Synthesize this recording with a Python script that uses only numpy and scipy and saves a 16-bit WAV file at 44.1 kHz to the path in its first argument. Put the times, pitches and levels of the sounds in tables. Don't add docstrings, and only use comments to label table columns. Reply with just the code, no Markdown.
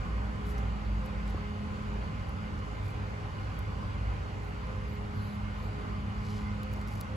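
import sys
import numpy as np
from scipy import signal
from scipy.fft import rfft, irfft, next_fast_len
from scipy.io import wavfile
from scipy.ndimage import uniform_filter1d, map_coordinates

SR = 44100
rng = np.random.default_rng(int(sys.argv[2]) if len(sys.argv) > 2 else 0)


def store_wav(level_fs):
    pcm = np.round(np.clip(np.atleast_2d(level_fs), -1, 1) * 32767)
    wavfile.write(sys.argv[1], SR, pcm.T.astype(np.int16))


N = 315754

# frequency in Hz, relative density in dB.
RUMBLE_SPECTRUM = [(20, -30), (28, -11), (38, -8.5), (50, -3), (70, -2), (95, -3), (120, -8.5), (170, -9),
                   (240, -16.5), (330, -21.5)]
AIR_SPECTRUM = [(280, 2), (370, -4), (500, -1.5), (680, -5), (1000, -3), (1250, -3.5), (1700, -9),
                (2500, -12.5), (3500, -20), (4600, -27.5), (6000, -28), (11500, -38.5), (15200, -49.5),
                (16200, -78)]
# centre in Hz, half width in Hz, boost in dB.
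WALL_MODES = [(473, 7.3, -3), (823, 31, 3), (1028, 28, 3), (1150, 34, 2.5), (1270, 30, 2), (1457, 28, 2.5),
              (1634, 40, 1.5), (2094, 79, 3.5), (2901, 77, 4.5), (4620, 370, 7.5)]
# frequency in Hz, left-right coherence from 0 to 1.
COHERENCE = [(60, 0.92), (220, 1), (340, 0.31), (420, 0.45), (510, .12), (620, 0.52), (720, 0.25),
             (900, 0.73), (1000, 0.17), (1130, 0.69), (1500, .45), (1650, 0.66), (1850, 0.12), (2060, 0.61),
             (2230, 0.16), (2400, .6), (2600, .2), (2900, 0.56), (3500, 0.12), (5700, 0.087), (6800, .56),
             (8500, 1)]
# time in seconds, relative level in dB.
HARMONIC_1_DB = [(0, -45), (.42, -45.5), (.9, -60), (1.56, -68), (2.04, -43), (2.46, -64), (2.82, -38),
                 (3.24, -45.5), (3.9, -39.5), (4.32, -48), (5.22, -41), (5.82, -46.5), (6.36, -40.5),
                 (7.15, -42)]
HARMONIC_2_DB = [(0, -48), (.22, -45), (.6, -43.5), (1.05, -41), (1.6, -42), (2.0, -44.5), (2.23, -55.5),
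                 (2.38, -43.5), (2.58, -43.5), (2.72, -59), (2.88, -64), (3.0, -47.5), (3.5, -55),
                 (4.03, -48.5), (4.38, -59), (4.9, -45), (5.45, -41), (5.8, -51), (5.98, -39.5),
                 (6.2, -42.5), (6.45, -39), (6.9, -44), (7.15, -48.5)]
HARMONIC_4_DB = [(0, -55.5), (.3, -58.5), (.52, -49), (.95, -65), (1.08, -59), (1.25, -64.5), (1.43, -52),
                 (1.7, -59.5), (1.95, -53), (2.23, -70), (2.68, -56.5), (2.85, -61), (3.23, -53.5),
                 (3.45, -65.5), (3.7, -55.5), (3.85, -66), (4.22, -61), (4.38, -51), (4.6, -53),
                 (4.77, -60), (5.0, -50.5), (5.2, -55), (5.55, -71.5), (5.78, -50.5), (6.05, -61.5),
                 (6.38, -52), (6.58, -73), (6.82, -54.5), (7.0, -67)]
HARMONIC_5_DB = [(0, -57.5), (.9, -69), (1.03, -50), (1.2, -56.5), (1.9, -59), (2.3, -60), (3.2, -62),
                 (3.6, -60), (4.55, -63), (4.75, -50.5), (5.0, -64), (6.4, -78), (6.65, -52), (6.9, -74),
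                 (7.15, -51)]
DRONE_DB = [(0.0, -32), (.24, -29), (.4, -42), (.56, -29.5), (.72, -28), (.8, -37), (.94, -30), (1.08, -36),
            (1.26, -28), (1.48, -46), (1.9, -44), (2.0, -31), (2.2, -50), (2.88, -34.5), (3.22, -54),
            (3.58, -32), (3.9, -42), (4.08, -30), (4.25, -42), (4.5, -41.5), (5.1, -38), (5.3, -58),
            (5.5, -40), (6.15, -41), (6.35, -39), (6.8, -36.5), (7.15, -47)]
# harmonic number, level in dB.
MOTOR_OVERTONES = [(6, -64), (8, -67)]
# start in seconds, peak in dB, first and final pitch in Hz,
# glide and swell times in seconds.
KNOCK_BLIPS = [(1.3435, -32, 1400, 180, .0025, .0058), (1.372, -43.5, 750, 1350, .005, .0042)]
# centre and half length in seconds, arch top in Hz, level in dB, noise trim in dB.
SQUEAK_ARCHES = [(4.935, 0.045, 12900, -69, -8), (5.26, 0.082, 15300, -65.5, -2.5),
                 (5.636, 0.048, 12800, -71, -1)]
# ratio to the arch frequency, relative level in dB.
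WHISTLES = [(0.94, 0), (0.95, -1), (.83, -8), (.74, -4)]
# pitch in Hz, jitter in Hz.
JITTER_HZ = [(12600, 130), (14000, 550)]
# frequency in Hz, gain in dB.
LEAF_SPECTRUM = [(1500, -40), (3000, 0), (4550, 8.5), (6400, 3.5), (7900, 4.5), (9500, -0.5), (11400, 4),
                 (13000, 0), (15000, -5), (16400, -25)]
# centre and half length in seconds, level in dB, tilt in dB per octave.
LEAF_RUBS = [(0.497, 0.025, -60.5, 5), (0.858, 0.0076, -63, -22), (1.055, .012, -69, 4),
             (1.292, 0.015, -64, -2), (2.88, 0.03, -65.5, 3), (4.479, .035, -74, 10),
             (6.33, 0.075, -56.8, -7), (6.78, 0.025, -68, 0), (6.912, 0.025, -64, 1),
             (6.982, 0.038, -67, 0)]
# start in seconds, relative strength in dB, tilt in dB per octave,
# crumbling in dB relative to the snap.
LEAF_SNAPS = [(.456, -61, 2, -10), (.4703, -58, 0, -6), (0.581, -50.5, -3, -6), (.5875, -56, 0, -8),
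              (1.061, -52, 1, -10), (1.2785, -53, -2, -6), (1.301, -60, 6, -8), (1.307, -56, 3, -10),
              (1.9415, -56, -10, -8), (2.293, -55, 6, -9), (2.591, -55, -2, -7), (3.591, -46.5, 12, -10),
              (4.449, -64, 10, -10), (4.6708, -60, -10, -4), (6.6325, -47, 1, -12), (6.7172, -57, 1, -10),
              (6.73, -53, 6, -12), (6.737, -47.5, 9, -14), (6.7612, -56, -4, -8), (6.8143, -52, -1, -3),
              (6.8762, -50, 2, -6), (6.884, -52, 1, -7), (6.925, -58, 3, -4), (6.939, -54, 2, -9),
              (6.9545, -52, 3, -6), (6.96, -58, 4, -7), (6.977, -60, 4, -5), (6.9835, -61, 1, -5),
              (7.006, -54, 2, -6), (7.0097, -42.5, 19, -18), (7.0115, -40, 2.5, -16)]
# frequency in Hz, lag in seconds.
PORT_LAG_S = [(430, .00042), (515, .00025), (690, .00058), (790, .00018), (900, .00042), (1030, .00023),
              (1330, .000365), (1700, .00026), (1900, .00035), (2400, .00044), (2600, .00031),
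              (2850, .00036), (3100, .0003), (6900, .000146), (9000, .000166), (10500, .000183),
              (15400, .000192)]


def amp(db):
    return 10 ** (np.asarray(db) / 20)


def unit(x):
    return x / np.sqrt(np.mean(x ** 2) + 1e-20)


def along(points, hz):
    knots_hz, values = np.transpose(points)
    return np.interp(np.log(hz + 1), np.log(knots_hz + 1), values)


def curve(points):
    return np.interp(np.arange(N) / SR, *np.transpose(points))


def wobble(rate_hz):
    knots = rng.standard_normal(int(N * rate_hz / SR) + 4)
    return map_coordinates(knots, [np.arange(N) * rate_hz / SR])


def filtered(x, response):
    n = x.shape[-1]
    size = next_fast_len(2 * n)
    return irfft(rfft(x, size) * response(np.fft.rfftfreq(size, 1 / SR)), size)[..., :n]


def diffuse_noise(gain):
    def mid_side(hz):
        angle = np.arccos(np.clip(along(COHERENCE, hz), 0, 1)) / 2
        return gain(hz) * np.array([np.cos(angle), np.sin(angle)])
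    mid, side = filtered(rng.standard_normal((2, N)), mid_side)
    return unit(np.array([mid + side, mid - side]))


def patchy(x, depth_db):
    spectra = signal.stft(x, nperseg=512)[2]
    patches = uniform_filter1d(rng.standard_normal(spectra.shape[1:]), size=3, axis=0)
    patches = unit(uniform_filter1d(patches, size=16, axis=1))
    return unit(signal.istft(spectra * amp(depth_db * patches), nperseg=512)[1][:, :N])


def room(split_hz=290, floor_hz=33, ripple_db=1.52, rumble_fade_db_per_s=0.26, air_fade_db_per_s=0.1173):
    t = np.arange(N) / SR
    lowpass = lambda hz: 1 / np.sqrt(1 + (hz / split_hz) ** 10)
    highpass = lambda hz: np.sqrt(1 - lowpass(hz) ** 2)
    low_cut = lambda hz: 1 - 1 / (1 + (hz / floor_hz) ** 10)
    walls_db = lambda hz: sum(db / (1 + ((hz - centre) / width) ** 2) for centre, width, db in WALL_MODES)
    grid_hz = np.arange(0, SR / 2, 20)
    reflections_db = ripple_db * rng.standard_normal(len(grid_hz))
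    colour_db = lambda hz: along(AIR_SPECTRUM, hz) + walls_db(hz) + np.interp(hz, grid_hz, reflections_db)
    rumble = diffuse_noise(lambda hz: amp(along(RUMBLE_SPECTRUM, hz)) * lowpass(hz) * low_cut(hz))
    air = diffuse_noise(lambda hz: amp(colour_db(hz)) * highpass(hz))
    rumble_db = -37.5 - rumble_fade_db_per_s * t + 0.7 * wobble(4.6)
    air_db = -44.5 - air_fade_db_per_s * t + 0.38 * wobble(7)
    return amp(rumble_db) * rumble + amp(air_db) * patchy(air, depth_db=1.32)


def motor(pitch_hz=103.52, drift=0.002826, third_db=-59, waver_db=3, flutter_db=0.9):
    phase = 2 * np.pi * np.cumsum(pitch_hz * (1 + drift * wobble(4))) / SR
    swell = lambda points, trim_db: amp(curve(points) + trim_db + flutter_db * wobble(6))
    hum = swell(HARMONIC_1_DB, 0) * np.sin(phase + 0.29 * wobble(9))
    hum += swell(HARMONIC_2_DB, -0.92) * np.sin(2 * phase)
    hum += swell(HARMONIC_4_DB, 0.9) * np.sin(4 * phase)
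    hum += swell(HARMONIC_5_DB, -1) * np.sin(5 * phase)
    for harmonic, db in MOTOR_OVERTONES:
        hum += amp(db + waver_db * wobble(3.92)) * np.sin(harmonic * phase + 0.32 * wobble(6))
    third = amp(third_db + waver_db * wobble(4.4)) * np.sin(3 * phase)
    return np.sqrt(2) * np.array([hum + third, hum - third])


def mains(pitch_hz=99.0, rms_db=-47):
    return np.sqrt(2) * amp(rms_db) * np.sin(2 * np.pi * pitch_hz * np.arange(N) / SR)


def drone(pitch_hz=55, wander_hz=2, trim_db=-1.0, flutter_db=1.7):
    phase = 2 * np.pi * np.cumsum(pitch_hz + wander_hz * wobble(7)) / SR
    return amp(curve(DRONE_DB) + trim_db + flutter_db * wobble(8.6)) * np.sin(phase)


def knock():
    out = np.zeros(N)
    for start_s, db, first_hz, final_hz, glide_s, swell_s in KNOCK_BLIPS:
        t = np.maximum(np.arange(N) / SR - start_s, 0)
        hz = final_hz + (first_hz - final_hz) * np.exp(-t / glide_s)
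        envelope = (t / swell_s * np.exp(1 - t / swell_s)) ** 2
        out += amp(db) * envelope * np.sin(2 * np.pi * np.cumsum(hz) / SR)
    return out


def noise_band(centre_hz, width_hz):
    bell = lambda hz: np.exp(-((hz - centre_hz) / width_hz) ** 2 / 2)
    return unit(filtered(rng.standard_normal(N), bell))


def whistle(hz, jitter, low_hz=10300, high_hz=11500):
    phase = 2 * np.pi * np.cumsum(hz + along(JITTER_HZ, hz) * jitter) / SR
    return np.sin(phase) / np.sqrt(1 + (hz / high_hz) ** 10) / (1 + (low_hz / hz) ** 20)


def squeaks(bend_hz_per_s2=340000, sputter_db=7, sputter_hz=60):
    t, out = np.arange(N) / SR, np.zeros(N)
    hiss = amp(-5) * noise_band(centre_hz=11400, width_hz=800)
    rasp = amp(3.5) * noise_band(centre_hz=4200, width_hz=330)
    sputter = lambda: unit(amp(sputter_db * np.tanh(wobble(sputter_hz))))
    parts = [(ratio, wobble(1500), amp(db) * sputter()) for ratio, db in WHISTLES]
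    for centre_s, half_s, top_hz, db, noise_db in SQUEAK_ARCHES:
        arch_hz = np.maximum(top_hz - bend_hz_per_s2 * (t - centre_s) ** 2, 0.6 * top_hz)
        tones = sum(gain * whistle(ratio * arch_hz, jitter) for ratio, jitter, gain in parts)
        envelope = np.exp(-((t - centre_s) / half_s) ** 2 / 2)
        out += amp(db) * envelope * (tones + amp(noise_db) * (hiss + rasp))
    return out


def leafy(x, tilt_db_per_oct):
    octaves = lambda hz: np.log2(np.maximum(hz, 2000) / 8000)
    gain = lambda hz: amp(along(LEAF_SPECTRUM, hz) + tilt_db_per_oct * octaves(hz)) * (hz > 1000)
    return unit(filtered(x, gain))


def ticks(n, per_s):
    return (rng.random(n) < per_s / SR) * rng.standard_normal(n)


def rubs(ticks_per_s=2500):
    t, out = np.arange(N) / SR, np.zeros(N)
    for centre_s, half_s, db, tilt_db_per_oct in LEAF_RUBS:
        envelope = np.exp(-((t - centre_s) / half_s) ** 2 / 2)
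        out += amp(db) * envelope * leafy(ticks(N, ticks_per_s), tilt_db_per_oct)
    return out


def bites(strain_t60_s=0.06, crumble_t60_s=0.13, crumbs_per_s=1100, hard_snap_db=-39.5, gain_db=17.5):
    out = np.zeros(N + SR)
    lead = SR // 8
    t = np.arange(-lead, lead) / SR
    crumb_envelope = amp(-60 * np.maximum(t / crumble_t60_s, -t / strain_t60_s))
    for start_s, db, tilt_db_per_oct, crumble_db in LEAF_SNAPS:
        tear_s = 0.00054 + 0.0012 * amp(db - hard_snap_db) ** 2
        cells = ((t >= 0) & (t < tear_s)) * rng.choice([-1., 1.], len(t))
        crumbs = ticks(len(t), crumbs_per_s) * crumb_envelope
        snap = leafy(cells, tilt_db_per_oct) + amp(crumble_db) * leafy(crumbs, tilt_db_per_oct)
        first = round(start_s * SR) - lead
        out[first:first + len(t)] += amp(db + gain_db) * snap / np.sqrt(len(t))
    return out[:N]


def from_right(x):
    return filtered(x, lambda hz: np.exp(np.array([[-1j], [1j]]) * np.pi * hz * along(PORT_LAG_S, hz)))


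def scene(lean_db=0.5):
    feeding = bites() + rubs() + squeaks()
    background = room() + motor() + mains() + drone()
    lean = amp([[-lean_db], [lean_db]])
    return knock() + from_right(feeding + lean * background)


def record(dry, top_hz=16500):
    return filtered(dry, lambda hz: hz < top_hz)


dry = scene()
out = record(dry)
store_wav(out)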